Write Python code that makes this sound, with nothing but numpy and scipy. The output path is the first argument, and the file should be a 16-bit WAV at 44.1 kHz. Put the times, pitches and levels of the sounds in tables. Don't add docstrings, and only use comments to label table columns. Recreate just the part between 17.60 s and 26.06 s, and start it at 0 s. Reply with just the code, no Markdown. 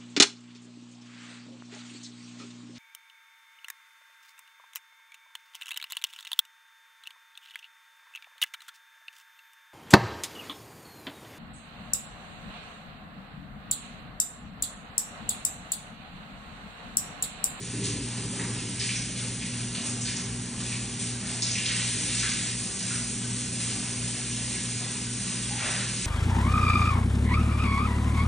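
import sys
import numpy as np
from scipy import signal
from scipy.fft import rfft, irfft
from scipy.io import wavfile
from scipy.ndimage import uniform_filter1d

SR = 44100
rng = np.random.default_rng(int(sys.argv[2]) if len(sys.argv) > 2 else 0)


def generate_wav(sig):
    pcm = np.round(np.clip(np.atleast_2d(sig).T, -1, 1) * 32767).astype(np.int16)
    wavfile.write(sys.argv[1], SR, pcm)


N = 373086
TIME = np.arange(N) / SR
HZ = np.fft.rfftfreq(N, 1 / SR)

# time_s, spray_db, runoff_db
STREAM = [(0, -39.5, -45.5), (1.5, -38, -45), (2.85, -39.5, -47.5), (3.8, -38, -43.5), (4.25, -31, -36.5),
          (5.1, -35, -49), (5.8, -34.5, -46), (6.85, -34, -41), (7.6, -35, -42.5), (8.46, -33.5, -37.5)]
# start_s, length_s, spray_db, runoff_db
SPILLS = [(.22, .05, -37, -38), (.49, 0.11, -54, -45), (.69, 0.094, -40.5, -48), (.92, 0.08, -46, -45),
          (1.18, 0.082, -32, -35.5), (1.28, 0.08, -37.5, -38.5), (1.54, 0.062, -36, -39.5),
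          (1.79, 0.079, -55, -40), (1.93, 0.077, -39, -41.5), (2.12, 0.044, -36, -44),
          (2.20, 0.073, -34, -59), (2.43, .06, -39, -37), (2.55, 0.028, -45, -45), (2.97, 0.17, -38, -42),
          (3.37, 0.057, -33, -43.5), (3.63, 0.11, -36, -43), (3.82, .12, -39.5, -38),
          (3.95, 0.22, -41, -36.5), (4.44, 0.28, -36.5, -35), (4.77, .11, -39, -39),
          (5.18, 0.22, -35.5, -43.5), (5.98, 0.12, -33.5, -42), (8.0, 0.17, -37, -45)]
SPILL_RISE_S, SPILL_FALL_S = 0.032, 0.045
# pitch_hz, level_db
SPRAY_COLOUR = [(400, -20.5), (1200, -16), (2500, -5.5), (4500, -5.5), (5800, -0.5), (7600, 2), (8300, 1),
                (9400, 5.5), (10000, -9)]
# pitch_hz, level_db
RUNOFF_COLOUR = [(500, -29.5), (1200, -21), (1700, -3), (2400, 1), (3400, -0.5), (4500, 0), (6000, -3),
                 (8000, -5.5), (10000, -23)]
# pitch_hz, level_db
PUDDLE_COLOUR = [(200, -21), (450, 0), (650, -3), (850, 1.5), (1200, 0), (1700, 1.5), (3000, -21)]
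# start_s, length_s, level_db
SLOSHES = [(.45, 0.19, -49.5), (.75, 0.091, -46), (2.11, 0.1, -48), (2.54, 0.055, -48.5),
           (2.9, 0.061, -48.5), (3.58, 0.26, -49.5), (4.05, 0.25, -52.5), (6.02, .22, -50),
           (6.72, 0.089, -52), (7.19, 0.051, -46.5), (7.63, 0.19, -50), (7.99, 0.078, -39.5)]
SLOSH_RISE_S, SLOSH_FALL_S, LAPPING_DB = 0.022, 0.14, -52.5

MAINS_HZ = 60.04
MAINS_DB, THIRD_DB = -56, -55.5
HUM_DB, MOTOR_DB = -39.5, -48.5
BEAT_HZ, BEAT_CREST_S = 2.73, 0.2
HUM_DIP_S, HUM_DIP_WIDTH_S, HUM_DIP_DB = 5.14, 0.081, -16
# time_s, level_db
FOURTH_HARMONIC = [(.1, -60), (.33, -44.5), (1.0, -45.5), (1.3, -51.5), (1.8, -42.5), (3.2, -43),
                   (4.1, -47.5), (5.6, -42.5), (8.05, -45), (8.46, -55)]

# pitch_hz, width_hz, level_db
BOOM = [(57.2, 9.6, 3), (99.4, 26, 0), (130, 24, -1.5), (157, 7.1, -1.5), (184.8, 27, 5), (205.7, 30, 2.5),
        (247, 9.6, -1), (273.4, 6.6, -6), (290.8, 33, -3), (355.3, 7.7, -3), (395.5, 26, -3),
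        (442, 12, -18)]
# pitch_hz, level_db
RUMBLE_BED = [(20, -33), (45, -12.5), (100, -12), (300, -10), (500, -13.5), (800, -31), (2000, -46)]
RUMBLE_DB = -40
# start_s, length_s, level_db
SURGES = [(.10, 0.29, -36), (.52, 0.58, -41), (.76, 0.064, -36), (4.31, 0.099, -40), (6.05, 0.16, -43.5)]
SURGE_RISE_S, SURGE_FALL_S = 0.045, 0.064
# pitch_hz, level_db
SURGE_COLOUR = [(60, -32), (105, 6), (190, -7.5), (280, 5), (340, -0.5), (410, 5), (520, -2), (750, -13)]

# start_s, level_db, centre_hz, width_octaves
SLAPS = [(.237, -29.5, 5830, 0.89), (.792, -37.5, 1980, 0.28), (1.194, -30.5, 4700, 0.33),
         (1.285, -34, 2480, 0.28), (1.355, -36, 5770, 0.12), (1.82, -42.5, 2380, 0.21),
         (2.149, -36.5, 3250, .46), (2.411, -30.5, 6700, 0.32), (2.452, -33.5, 4250, 0.43),
         (2.56, -33, 5900, .35), (3.12, -38, 2480, 0.3), (3.821, -23.5, 5270, 0.39),
         (3.905, -30, 5850, 0.21), (3.953, -34, 2630, 0.29), (4.057, -27, 3820, .66),
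         (4.094, -32, 2130, 0.51), (4.595, -28, 5350, .53), (4.628, -31.5, 1750, 0.4),
         (5.191, -35, 4540, .7), (5.306, -39, 1560, .41)]
SLAP_RISE_S, SLAP_DECAY_S = 0.0009, 0.031
GULP_S, GULP_DB, GULP_HZ, GULP_DECAY_S = 7.905, -39, 850, 0.048
# start_s, length_s, level_db
SWEEP = [(7.93, 0.15, -37)]
SWEEP_RISE_S, SWEEP_FALL_S, SWEEP_HZ, SWEEP_OCTAVES = 0.094, 0.13, 2000, 0.78

# pitch_hz, decay_s
TILE_DECAY = [(200, 0.34), (1000, 0.63), (4000, 0.67), (10000, 0.42)]
# pitch_hz, level_db
WIDTH = [(100, -48.5), (260, -23), (450, 0.5), (700, -8), (1400, -5.5), (1800, -42), (2200, -59),
         (2500, -18.5), (4000, -15), (5200, -10), (5700, -31), (6300, -16), (6700, -9), (8700, -5),
         (9400, -22)]
# pitch_hz, left_lead_radians
PORT_PHASE = [(2100, 0), (2500, .3), (3700, .35), (4200, .9), (4580, 1.5), (4750, 2.7), (5000, 3.6),
              (5130, 4.7), (5550, 6.28), (6400, 6.3), (6650, 7.2), (7800, 7.9), (8000, 6.4), (9000, 6.28)]
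EDGE_HZ = 10150


def gain_of(db):
    return 10 ** (np.asarray(db) / 20)


def evened(x):
    return x / np.sqrt(np.mean(x ** 2) + 1e-20)


def read(points, hz):
    table_hz, value = np.transpose(points)
    return np.interp(np.log(hz + 1), np.log(table_hz + 1), value)


def level(rows, column):
    columns = np.transpose(rows)
    return gain_of(np.interp(TIME, columns[0], columns[column]))


def swells(rows, rise_s, fall_s, column):
    power = np.zeros(N)
    for row in rows:
        age = np.maximum(TIME - row[0], 0)
        rise = np.minimum(age / rise_s, 1)
        fall = np.exp(-np.clip((age - row[1]) / fall_s, 0, 20))
        power += (gain_of(row[column]) * rise * fall) ** 2
    return np.sqrt(power)


def coloured(x, colour):
    return evened(irfft(rfft(x) * gain_of(read(colour, HZ)), N))


def wander(per_s):
    return evened(irfft(rfft(rng.standard_normal(N)) / (1 + (HZ / per_s) ** 4), N))


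def impacts(per_s, spread_db):
    size = gain_of(spread_db * np.minimum(rng.exponential(1, N), 5))
    direction = rng.choice([-1, 1], N)
    return size * direction * (rng.random(N) < per_s / SR)


def bubbles(per_s, low_hz, high_hz, cycles, spread_db, count=40):
    clicks = impacts(per_s, spread_db)
    kind = rng.integers(0, count, N)
    t, out = np.arange(1500) / SR, np.zeros(N)
    pitches = np.geomspace(low_hz, high_hz, count) * rng.uniform(1.0, 1.03, count)
    for k, hz in enumerate(pitches):
        age = t * hz / cycles
        ring = np.exp(-3 * age) * np.sin(2 * np.pi * hz * t * (1 + 0.017 * age))
        out += signal.oaconvolve(clicks * (kind == k), ring)[:N]
    return evened(out)


def spray():
    drops = coloured(impacts(per_s=5500, spread_db=1.0), SPRAY_COLOUR)
    spilled = swells(SPILLS, SPILL_RISE_S, SPILL_FALL_S, column=2)
    amount = np.hypot(level(STREAM, column=1), spilled)
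    flutter = gain_of(1.6 * wander(per_s=75) + 0.49 * wander(per_s=15))
    return drops * amount * flutter


def runoff():
    drops = coloured(impacts(per_s=1700, spread_db=2.5), RUNOFF_COLOUR)
    plinks = bubbles(per_s=300, low_hz=1509, high_hz=6680, cycles=71, spread_db=3.5)
    clumps = gain_of(1.2 * wander(per_s=25))
    spilled = swells(SPILLS, SPILL_RISE_S, SPILL_FALL_S, column=3)
    amount = np.hypot(level(STREAM, column=2), spilled)
    return (drops + gain_of(-10.5) * plinks) * clumps * amount


def puddle():
    splats = coloured(impacts(per_s=1500, spread_db=2.0), PUDDLE_COLOUR)
    gurgle = bubbles(per_s=90, low_hz=491.4, high_hz=1503, cycles=16.4, spread_db=-2.5)
    lapping = gain_of(LAPPING_DB + 1.0 * wander(per_s=4.4))
    stirred = np.hypot(lapping, swells(SLOSHES, SLOSH_RISE_S, SLOSH_FALL_S, column=2))
    return (gain_of(-1.5) * splats + gain_of(-6) * gurgle) * stirred


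def partial(order, gain):
    angle = 2 * np.pi * order * MAINS_HZ * TIME + 0.075 * wander(per_s=2.0)
    return np.sqrt(2) * (gain * np.exp(1j * angle)).imag


def hum():
    beat = np.exp(-2j * np.pi * BEAT_HZ * (TIME - BEAT_CREST_S))
    steady = gain_of(HUM_DB + 0.8 * wander(per_s=3))
    dip = gain_of(HUM_DIP_DB * np.exp(-((TIME - HUM_DIP_S) / HUM_DIP_WIDTH_S) ** 2))
    second = partial(order=2, gain=(steady + gain_of(MOTOR_DB) * beat) * dip)
    fourth_gain = level(FOURTH_HARMONIC, column=1) * gain_of(1.0 * wander(per_s=7.5))
    fourth = partial(order=4, gain=fourth_gain * dip)
    first = partial(order=1, gain=gain_of(MAINS_DB + 4.0 * wander(per_s=3.1)))
    third = partial(order=3, gain=gain_of(THIRD_DB + 0.98 * wander(per_s=4)))
    return first + second + third + fourth


def room_boom():
    return sum(gain_of(db) / (1 + ((HZ - hz) / (0.5 * width)) ** 2) for hz, width, db in BOOM)


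def rumble():
    response = np.hypot(room_boom(), gain_of(read(RUMBLE_BED, HZ)))
    noise = rng.standard_normal((2, N))
    steady, surge = irfft(rfft(noise) * response, N)
    surging = swells(SURGES, SURGE_RISE_S, SURGE_FALL_S, column=2)
    return gain_of(RUMBLE_DB) * evened(steady) + coloured(surge, SURGE_COLOUR) * surging


def droplets(centre_hz, octaves, size):
    clicks = rng.standard_normal(size) * (rng.random(size) < 0.05)
    octaves_away = np.log2((np.fft.rfftfreq(size, 1 / SR) + 1) / centre_hz)
    band = np.exp(-0.5 * (octaves_away / octaves) ** 2)
    return evened(irfft(rfft(clicks) * band, size))


def add(mix, start_s, sound):
    part = mix[max(round(start_s * SR), 0):][:len(sound)]
    part += sound[:len(part)]


def slaps():
    out, t = np.zeros(N), np.arange(SR // 2) / SR
    shape = np.exp(-t / SLAP_DECAY_S) * (1 - np.exp(-t / SLAP_RISE_S))
    shape /= shape.max()
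    for start_s, db, centre_hz, octaves in SLAPS:
        burst = droplets(centre_hz, octaves, size=len(t))
        add(out, start_s, gain_of(db) * burst * shape)
    return out


def foot():
    age = np.maximum(TIME - GULP_S, 0)
    pitch_hz = GULP_HZ * (1 + 0.05 * wander(per_s=70))
    tone = np.sin(2 * np.pi * np.cumsum(pitch_hz) / SR)
    gulp = tone * np.minimum(age / 0.004, 1) * np.exp(-age / GULP_DECAY_S)
    wash = gain_of(-2) * droplets(SWEEP_HZ, SWEEP_OCTAVES, size=N)
    wash += gain_of(-4.0) * bubbles(per_s=120, low_hz=1384, high_hz=2770, cycles=59, spread_db=0, count=12)
    return gain_of(GULP_DB) * gulp + wash * swells(SWEEP, SWEEP_RISE_S, SWEEP_FALL_S, column=2)


def tail():
    after_gap = np.arange(SR) > 0.003 * SR
    taps = rng.choice([-1., 1.], SR) * (rng.random(SR) < 5000 / SR) * after_gap
    hz, t, bands = signal.stft(taps, SR, nperseg=256)
    fade = gain_of(-60 * t / read(TILE_DECAY, hz)[:, None])
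    ring = signal.istft(bands * fade, SR, nperseg=256)[1]
    return ring / np.linalg.norm(ring)


def reflections(x, count):
    spot = rng.integers(0, count, N // 256 + 1)[np.arange(N) // 256]
    out = np.zeros(N)
    for k in range(count):
        share = np.sqrt(abs(uniform_filter1d(1. * (spot == k), 128)))
        out += signal.oaconvolve(x * share, tail()[:SR // 2])[:N]
    return out


def bathroom(patter, hits, direct_db, hits_direct_db):
    direct = gain_of(direct_db)
    wet = patter + gain_of(1.0) * hits
    near = direct * patter + gain_of(hits_direct_db) * hits
    ahead = rfft(near + reflections(wet, count=12)) / np.hypot(direct, 1)
    diffuse = rfft(reflections(wet, count=4)) * gain_of(read(WIDTH, HZ))
    turn = read(PORT_PHASE, HZ) / 2
    mid = irfft(ahead * np.cos(turn), N)
    side = irfft(1j * ahead * np.sin(turn) + diffuse, N)
    return np.array([mid + side, mid - side])


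def scene():
    patter = spray() + runoff() + puddle()
    water = bathroom(patter, slaps() + foot(), direct_db=-2, hits_direct_db=1.0)
    return water + hum() + rumble()


def record(dry):
    low_pass = signal.firwin(601, EDGE_HZ, window=("kaiser", 9), fs=SR)
    return signal.oaconvolve(dry, low_pass[None], "same")


dry = scene()
out = record(dry)
generate_wav(out)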